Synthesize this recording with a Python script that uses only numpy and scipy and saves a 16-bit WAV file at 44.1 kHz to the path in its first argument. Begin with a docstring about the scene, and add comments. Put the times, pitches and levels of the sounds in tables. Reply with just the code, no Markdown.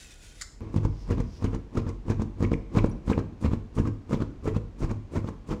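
"""A long curved cleaver rocks through minced meat, three times a second. Each downstroke and return
crushes the wet meat and knocks the edge on a thick board, which thumps the counter under it.
Before the mincing, the blade is whetted on a steel and leaves it with a clink.
The small hard-walled kitchen adds a short tail and a low hum."""
import sys
import numpy as np
from scipy import signal
from scipy.fft import rfft, irfft
from scipy.io import wavfile
from scipy.ndimage import uniform_filter1d

SR = 44100
rng = np.random.default_rng(int(sys.argv[2]) if len(sys.argv) > 2 else 0)


def digitize_waveform(pressure):
    """Quantize a signal to 16-bit integers and store it at the path in sys.argv[1].

    Rows of a 2-D input are taken as channels; values are limited to [-1, 1].
    """
    field = np.atleast_2d(pressure).T
    bounded = np.clip(field, -1, 1)
    quanta = np.round(bounded * 32767).astype(np.int16)
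    wavfile.write(sys.argv[1], SR, quanta)


N = 246959
T = np.arange(N) / SR
MINCE_START_S = .607

# Modes of board and counter. Each row: frequency in Hz, relative level in dB, t60 in seconds.
COUNTER_MODES = [(37.5, -9.5, 1), (47.5, -3.5, 0.68), (83.8, -8, 0.34), (90.6, -5.5, 0.39),
                 (105.66, 2, 0.29), (152.2, 3, 0.091), (208, -12, 0.12), (237.5, -2, 0.14), (283, -5, .15),
                 (339, -8, 0.1), (353.6, 5, 0.04), (467, 1, 0.021)]
# Modes of the steel blade. Each row: frequency in Hz, relative level in dB, t60 in seconds.
BLADE_MODES = [(1324, -5, .22), (1464, -4, .25), (2056, -3, .22), (3542, -10, .25), (4043, -7, .45),
               (4382, -3, .15), (4603, -1, .25), (5238, -2, .7), (7149, 3, .2), (7547, -6, .18),
               (7849, -4, .12)]
# Crunch spectrum. Each row: frequency in Hz, relative gain in dB.
CRUNCH_SPECTRUM = [(50, 5.5), (90, 5), (250, 5), (450, 4.5), (720, -12), (1050, -5.5), (1400, -19),
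                   (1800, -25), (2300, -20), (3200, -30.5), (6000, -32.5), (12000, -54.5)]
# The blade lands and rolls along its curved edge.
# Each row: landing in seconds, roll time in seconds, thump in dB, crunch in dB.
DOWN_STROKES = [(0.7633, 0.02, -12.5, -34), (1.1086, 0.019, -15.5, -28.5), (1.444, 0.016, -15, -29.5),
                (1.7733, .017, -15, -28.5), (2.1022, 0.018, -14, -28.5), (2.427, .0175, -12.5, -27),
                (2.772, 0.0063, -7, -23.5), (3.1, 0.015, -9.5, -25), (3.447, .014, -14, -27.5),
                (3.7872, 0.014, -18, -29), (4.1301, 0.014, -14, -26.5), (4.477, .005, -15.5, -29),
                (4.8265, .021, -22, -28), (5.1579, 0.019, -18, -28), (5.5112, 0.019, -16.5, -28)]
# The blade rocks back with a dull knock, then settles on its edge.
# Each row: start in seconds, roll time in seconds, knock in dB, settling in dB.
RETURN_STROKES = [(.832, .0195, -29, -15), (1.1816, .0217, -16, -14.5), (1.532, .016, -21, -18.5),
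                  (1.8677, .024, -20, -21.5), (2.197, .0235, -19, -18.5), (2.5176, .0157, -12.5, -14),
                  (2.8439, .0164, -6.5, -27), (3.1786, .0125, -9.5, -14.5), (3.5156, .019, -22.5, -13),
                  (3.8553, .0195, -19, -17.5), (4.205, .0173, -17, -12), (4.548, .018, -28, -14.5),
                  (4.895, .019, -29, -20), (5.245, .043, -19.5, -19)]


def undb(db):
    """Decibels to gain."""
    return 10 ** (np.asarray(db) / 20)


def unit(x):
    """Scale to rms 1."""
    return x / np.sqrt(np.mean(x ** 2))


def colour(x, spectrum):
    """Minimum-phase filter of unit energy, shaped by (Hz, dB) points."""
    size = 4096
    hz, db = np.transpose(spectrum)
    gain = undb(np.interp(np.log(np.fft.rfftfreq(size, 1 / SR) + 1), np.log(hz), db))
    cepstrum = irfft(np.log(gain))
    cepstrum[1:size // 2] *= 2
    cepstrum[size // 2 + 1:] = 0
    response = irfft(np.exp(rfft(cepstrum)))
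    return signal.fftconvolve(x, response / np.linalg.norm(response))[:N]


def ring(x, modes):
    """Drive decaying modes; the response has unit energy."""
    t = T[:SR]
    response = sum(undb(db - 60 * t / t60) * np.sin(2 * np.pi * hz * t) for hz, db, t60 in modes)
    return signal.fftconvolve(x, response / np.linalg.norm(response))[:N]


def grains(per_s, spread_db):
    """Random tiny snaps of uneven size, rms 1."""
    size = undb(spread_db * np.clip(rng.standard_normal(N), -2, 2))
    return unit((rng.random(N) < per_s / SR) * size * rng.choice([-1, 1], N))


def swells(peaks_s, peaks_db, rise_s, fall_s):
    """Envelope with an exponential rise and fall around each peak."""
    power = np.zeros(N)
    for s, db in zip(peaks_s, peaks_db):
        near = slice(max(int((s - .5) * SR), 0), int((s + .5) * SR))
        t = T[near] - s
        power[near] += (undb(db) * np.exp(np.minimum(t / rise_s, -t / fall_s))) ** 2
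    return np.sqrt(power)


def chirp(hz, fall_s):
    """Brief rough tone of unsteady pitch; rises twice as fast as it falls."""
    t = np.arange(-SR // 25, SR // 25) / SR
    jitter = unit(uniform_filter1d(rng.standard_normal(len(t)), size=int(SR / hz) + 1))
    phase = 2 * np.pi * np.cumsum(hz * (1 + .14 * jitter)) / SR
    return np.exp(np.minimum(2 * t, -t) / fall_s) * np.sin(phase)


def by_depth(s, rim_db, middle_db):
    """Level at time s as the blade works from the rim of the heap into its middle."""
    # Blade path. Each row: time in seconds, depth from 0 (rim) to 1 (middle).
    path = [(.7, 0.17), (2.2, 0), (3.3, 0.8), (5.5, 0.6)]
    depth = np.interp(s, *np.transpose(path))
    return np.interp(depth, (0, 1), (rim_db, middle_db))


def room_hum():
    """Low room noise, 3 dB louder during the mincing."""
    # Each row: frequency in Hz, relative gain in dB.
    spectrum = [(20, -14), (40, 6.5), (60, -1), (110, -10.5), (160, -14.5), (300, -18.5), (700, -26),
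                (1200, -32.5), (2500, -38), (7000, -48), (10000, -59), (15500, -69.5)]
    return colour(rng.standard_normal(N), spectrum) * undb(np.where(T >= MINCE_START_S, -47, -50))


def kitchen(x, low_db=-7, high_db=-12, t60_s=.53, split_hz=600, first_echo_s=.0064):
    """Near walls return a short, bass-heavy tail; the echo pattern changes as the blade moves."""
    hop = SR // 10
    t = T[:SR // 2]
    onset = np.clip(t / first_echo_s - 1, 0, 1)
    x, out = np.pad(x, (0, 2 * hop)), np.zeros(N + SR)
    for start in range(0, N, hop):
        echoes = rng.standard_normal(len(t)) * onset * undb(-60 * t / t60_s)
        echoes /= np.linalg.norm(echoes)
        tail = 0
        for side, db in (("low", low_db), ("high", high_db)):
            band = signal.butter(1, split_hz, side, fs=SR, output="sos")
            tail = tail + undb(db) * signal.sosfilt(band, echoes)
        piece = signal.fftconvolve(x[start:start + 2 * hop] * signal.windows.cosine(2 * hop), tail)
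        out[start:start + len(piece)] += piece
    return x[:N] + out[:N]


def pings():
    """Something small and metallic is touched lightly, twice."""
    # Each row: start in seconds, pitch in Hz, level in dB, t60 in seconds.
    touches = [(2.896, 9800, -54, .035), (2.914, 5780, -52, .07)]
    return sum((T >= s) * undb(db - 60 * np.abs(T - s) / t60) * np.sin(2 * np.pi * hz * (T - s))
               for s, hz, db, t60 in touches)


def wiping():
    """Between the first chops the flat of the blade swishes over the meat."""
    # Each row: peak time in seconds, level in dB.
    wipes = [(1.028, -60), (1.37, -58)]
    # Each row: frequency in Hz, relative gain in dB.
    spectrum = [(2000, -9.5), (4000, -7.5), (5200, 0), (6500, -8.5), (8000, -17.5), (15500, -33)]
    return colour(grains(6000, 2) * swells(*np.transpose(wipes), rise_s=.093, fall_s=.044), spectrum)


def counter_shudder():
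    """The counter is still shuddering as the mincing comes in."""
    envelope = swells([MINCE_START_S], [-41], rise_s=.0035, fall_s=.2)
    shake = colour(grains(3300, .92) * envelope, CRUNCH_SPECTRUM)
    return shake + undb(-15.5) * ring(shake, COUNTER_MODES)


def counter_boom(force):
    """The counter booms most where it gives most under the blade."""
    # Each row: time in seconds, gain in dB.
    give = [(.85, 7), (1.3, 4), (2.3, 9), (3.1, -0.5), (3.8, 9.5), (4.35, 0.5), (4.9, 5), (5.5, -0.5)]
    return ring(force * undb(np.interp(T, *np.transpose(give))), COUNTER_MODES)


def whetting(detune=.022, wander_hz=12, clink_s=.413, bounce_s=.0063):
    """Steel slides on steel, then chatters briefly as the blade leaves it and rings."""
    # Whetting stroke. Each row: time in seconds, relative level in dB.
    stroke = [(0.0, -51), (0.03, -49.5), (0.086, -54), (0.12, -50), (0.172, -61), (0.248, -51),
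              (0.346, -58.5), (0.4, -52.5), (0.41, -54)]
    # Steel and blade pressed together. Each row: frequency in Hz, relative level in dB, t60 in seconds.
    contact_modes = [(1463, -1.5, 0.21), (1980, 0, 0.061), (2525, 6.5, 0.058), (3164, 3.5, 0.078),
                     (3600, 9.5, 0.037), (5900, 6, 0.026), (7020, 7.5, 0.059), (9900, 5.5, 0.032)]
    # Each row of both: frequency in Hz, relative gain in dB.
    scrape_spectrum = [(500, -11), (1000, -31), (1500, 0.5), (3200, 0), (4500, 0.5), (7200, 0.5),
                       (9000, -4), (11000, -16), (13500, -16), (15500, -22)]
    clink_spectrum = [(600, -31), (1300, 9), (2100, 11), (2900, -7.5), (4500, 10), (6000, 3), (7300, 13.5),
                      (9000, -1), (15500, -21)]
    lift_off = np.clip((clink_s + .027 - T) / .0077, 0, 1)
    pressure = undb(np.interp(T, *np.transpose(stroke)) - 3) * lift_off
    rasp = grains(4400, 3) * pressure
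    # The resonances wander as the contact travels along the blade.
    wander = unit(uniform_filter1d(rng.standard_normal(N), size=int(SR / wander_hz)))
    warped_s = T + detune * np.cumsum(wander) / SR
    singing = undb(-2) * np.interp(warped_s, T, ring(rasp, contact_modes))
    bounces = swells([clink_s, clink_s + bounce_s], [-32, -32], rise_s=.0012, fall_s=.0061)
    clink = colour(grains(9000, 1.1) * bounces, clink_spectrum)
    pluck = np.zeros(N)  # slipping off the tip plucks the free blade
    pluck[int(clink_s * SR)] = undb(-16)
    return colour(rasp, scrape_spectrum) + singing + clink + ring(pluck, BLADE_MODES)


def slicing(lead_s=.033):
    """Each downstroke first parts the top of the heap with a bright wet hiss."""
    # Each row: frequency in Hz, relative gain in dB.
    spectrum = [(1000, -9), (3000, -4.5), (7000, -0.5), (9000, -3), (11000, -13), (15500, -24)]
    s = np.transpose(DOWN_STROKES)[0] - lead_s
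    envelope = swells(s, by_depth(s, -70.5, -55), rise_s=.006, fall_s=.043)
    return colour(grains(2500, 2.5) * envelope, spectrum)


def crush_peaks():
    """Hardest squeeze of each roll. Each row: time in seconds, crunch in dB, fizz in dB."""
    down = [(s + .45 * roll_s, crunch_db, crunch_db + by_depth(s, -26.5, -24.5))
            for s, roll_s, _, crunch_db in DOWN_STROKES]
    back = [(s + .75 * roll_s, -34, by_depth(s, -62, -58.5)) for s, roll_s, _, _ in RETURN_STROKES]
    return down + back


def squelches(pops=8, low_hz=1000, high_hz=8000, spread_s=.014, pop_s=.0065,
              groan_hz=1180, groan_s=.0095):
    """Pockets of juice squeeze out: a few loud squeaks, plus a groan and small pops in every stroke."""
    # Each row: peak time in seconds, pitch in Hz, level in dB, decay time in seconds.
    squeaks = [(1.772, 1300, -28, .004), (2.450, 2250, -33, .004), (2.539, 2280, -30, .003),
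               (2.785, 1500, -30, .004), (2.785, 3700, -36, .003), (2.790, 2300, -30, .005),
               (3.126, 1450, -34, .005), (3.133, 2200, -33, .005)]
    # Groan of well-minced paste. Each row: time in seconds, level in dB.
    groan = [(.7, -58), (3.3, -43), (3.8, -36.5), (4.45, -38), (5.0, -48)]
    rows = list(squeaks)
    for strokes, lead_s, offset_db in ((DOWN_STROKES, .008, 0), (RETURN_STROKES, 0, -1.5)):
        for s in np.transpose(strokes)[0] - lead_s:
            rows.append((s, groan_hz, offset_db + np.interp(s, *np.transpose(groan)), groan_s))
    for s, _, fizz_db in crush_peaks():
        for when, pitch, size in rng.uniform(-.91, 1, (pops, 3)):
            hz = low_hz * (high_hz / low_hz) ** ((pitch + 1) / 2)
            db = fizz_db + 5 - 10 * pitch + 3 * size
            rows.append((s + spread_s * when, hz, db, pop_s))
    out = np.zeros(N + SR)
    for s, hz, db, fall_s in rows:
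        tone = undb(db) * chirp(hz, fall_s)
        start = int(s * SR) - len(tone) // 2
        out[start:start + len(tone)] += tone
    return out[:N]


def crushing(blade_db=-19, rumble_db=-18):
    """Fibres snap and juice fizzes; the rolling blade rocks the counter and sings faintly."""
    # Each row: frequency in Hz, relative gain in dB.
    fizz_spectrum = [(700, 4), (1800, 8), (3000, -2.5), (5000, -3), (7200, 2), (9000, -11.5), (11000, -12),
                     (15500, -17)]
    s, crunch_db, fizz_db = np.transpose(crush_peaks())
    crunch = colour(grains(1100, 3.5) * swells(s, crunch_db, rise_s=.023, fall_s=.025), CRUNCH_SPECTRUM)
    fizz = colour(grains(1400, 4.2) * swells(s, fizz_db, rise_s=.018, fall_s=.015), fizz_spectrum)
    rumble = undb(rumble_db) * counter_boom(crunch)
    return crunch + rumble + fizz + undb(blade_db) * ring(fizz, BLADE_MODES)


def blows(touch_lead_s=.02, full_speed_s=.0074):
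    """Edge meets board. Each row: time in seconds, thump in dB, tick in dB."""
    rows = []
    for s, roll_s, db, _ in DOWN_STROKES:
        speed_db = 20 * np.log10(min(roll_s / full_speed_s, 1))  # a short roll picks up less speed
        touch = (s - touch_lead_s, db + by_depth(s, -7.5, -7), -56)
        landing = (s, db, by_depth(s, -43, -57))
        roll_end = (s + roll_s, db + speed_db + by_depth(s, -9, .5), by_depth(s, -78, -45))
        rows += [touch, landing, roll_end]
    for s, roll_s, knock_db, settle_db in RETURN_STROKES:
        rows += [(s, knock_db, -61), (s + roll_s, settle_db, by_depth(s, -46.5, -52))]
    return rows


def board_knocks(contact_s=.00091, scatter=.095, lean=.11, boom_db=-21, knock_db=-10):
    """Each blow is a short push cushioned by meat: the board dips and springs back, the counter rings."""
    # Each row of both: frequency in Hz, relative gain in dB.
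    knock_spectrum = [(200, -16.5), (460, 17.5), (700, 0.5), (1050, 2), (1500, -11.5), (2250, -20.5),
                      (3200, -21.5), (6000, -32), (12000, -58)]
    tick_spectrum = [(300, -6.5), (1000, 13), (2300, -6.5), (4000, 0), (6500, 4.5), (9000, -5.5),
                     (11000, -16.5), (15500, -42)]
    push, rows = np.zeros(N), blows()
    for s, db, _ in rows:
        near = slice(int(s * SR) - SR // 100, int(s * SR) + SR // 100)
        width_s = contact_s * np.exp(scatter * rng.standard_normal())
        u = (T[near] - s) / width_s
        push[near] -= undb(db) * (u + lean) * np.exp(-u ** 2 / 2)
    # The edge bottoms out on bare board with a hard knock and a gritty tick.
    s, thump_db, tick_db = np.transpose(rows)
    knock_envelope = swells(s - contact_s, thump_db + knock_db, rise_s=.000067, fall_s=.0028)
    tick_envelope = swells(s - contact_s, tick_db, rise_s=.0007, fall_s=.007)
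    knock = colour(grains(9000, 1) * knock_envelope, knock_spectrum)
    tick = colour(grains(9000, 1) * tick_envelope, tick_spectrum)
    return push + undb(boom_db) * counter_boom(push) + knock + tick


def scene():
    """Whetting gives way abruptly to mincing, over the hum of the room."""
    shudder = counter_shudder()
    mincing = kitchen(board_knocks() + slicing() + crushing() + squelches() + wiping() + pings())
    steel = kitchen(whetting(), high_db=-10.5)
    return (np.where(T >= MINCE_START_S, mincing + shudder, steel) + room_hum())[None]


def record(dry):
    """The microphone loses the deepest bass; the recorder cuts the top."""
    low_hz, top_hz = 24, 15750
    dry = signal.sosfilt(signal.butter(2, low_hz, "high", fs=SR, output="sos"), dry)
    return signal.sosfilt(signal.ellip(10, .2, 80, top_hz, fs=SR, output="sos"), dry)


dry = scene()
out = record(dry)
digitize_waveform(out)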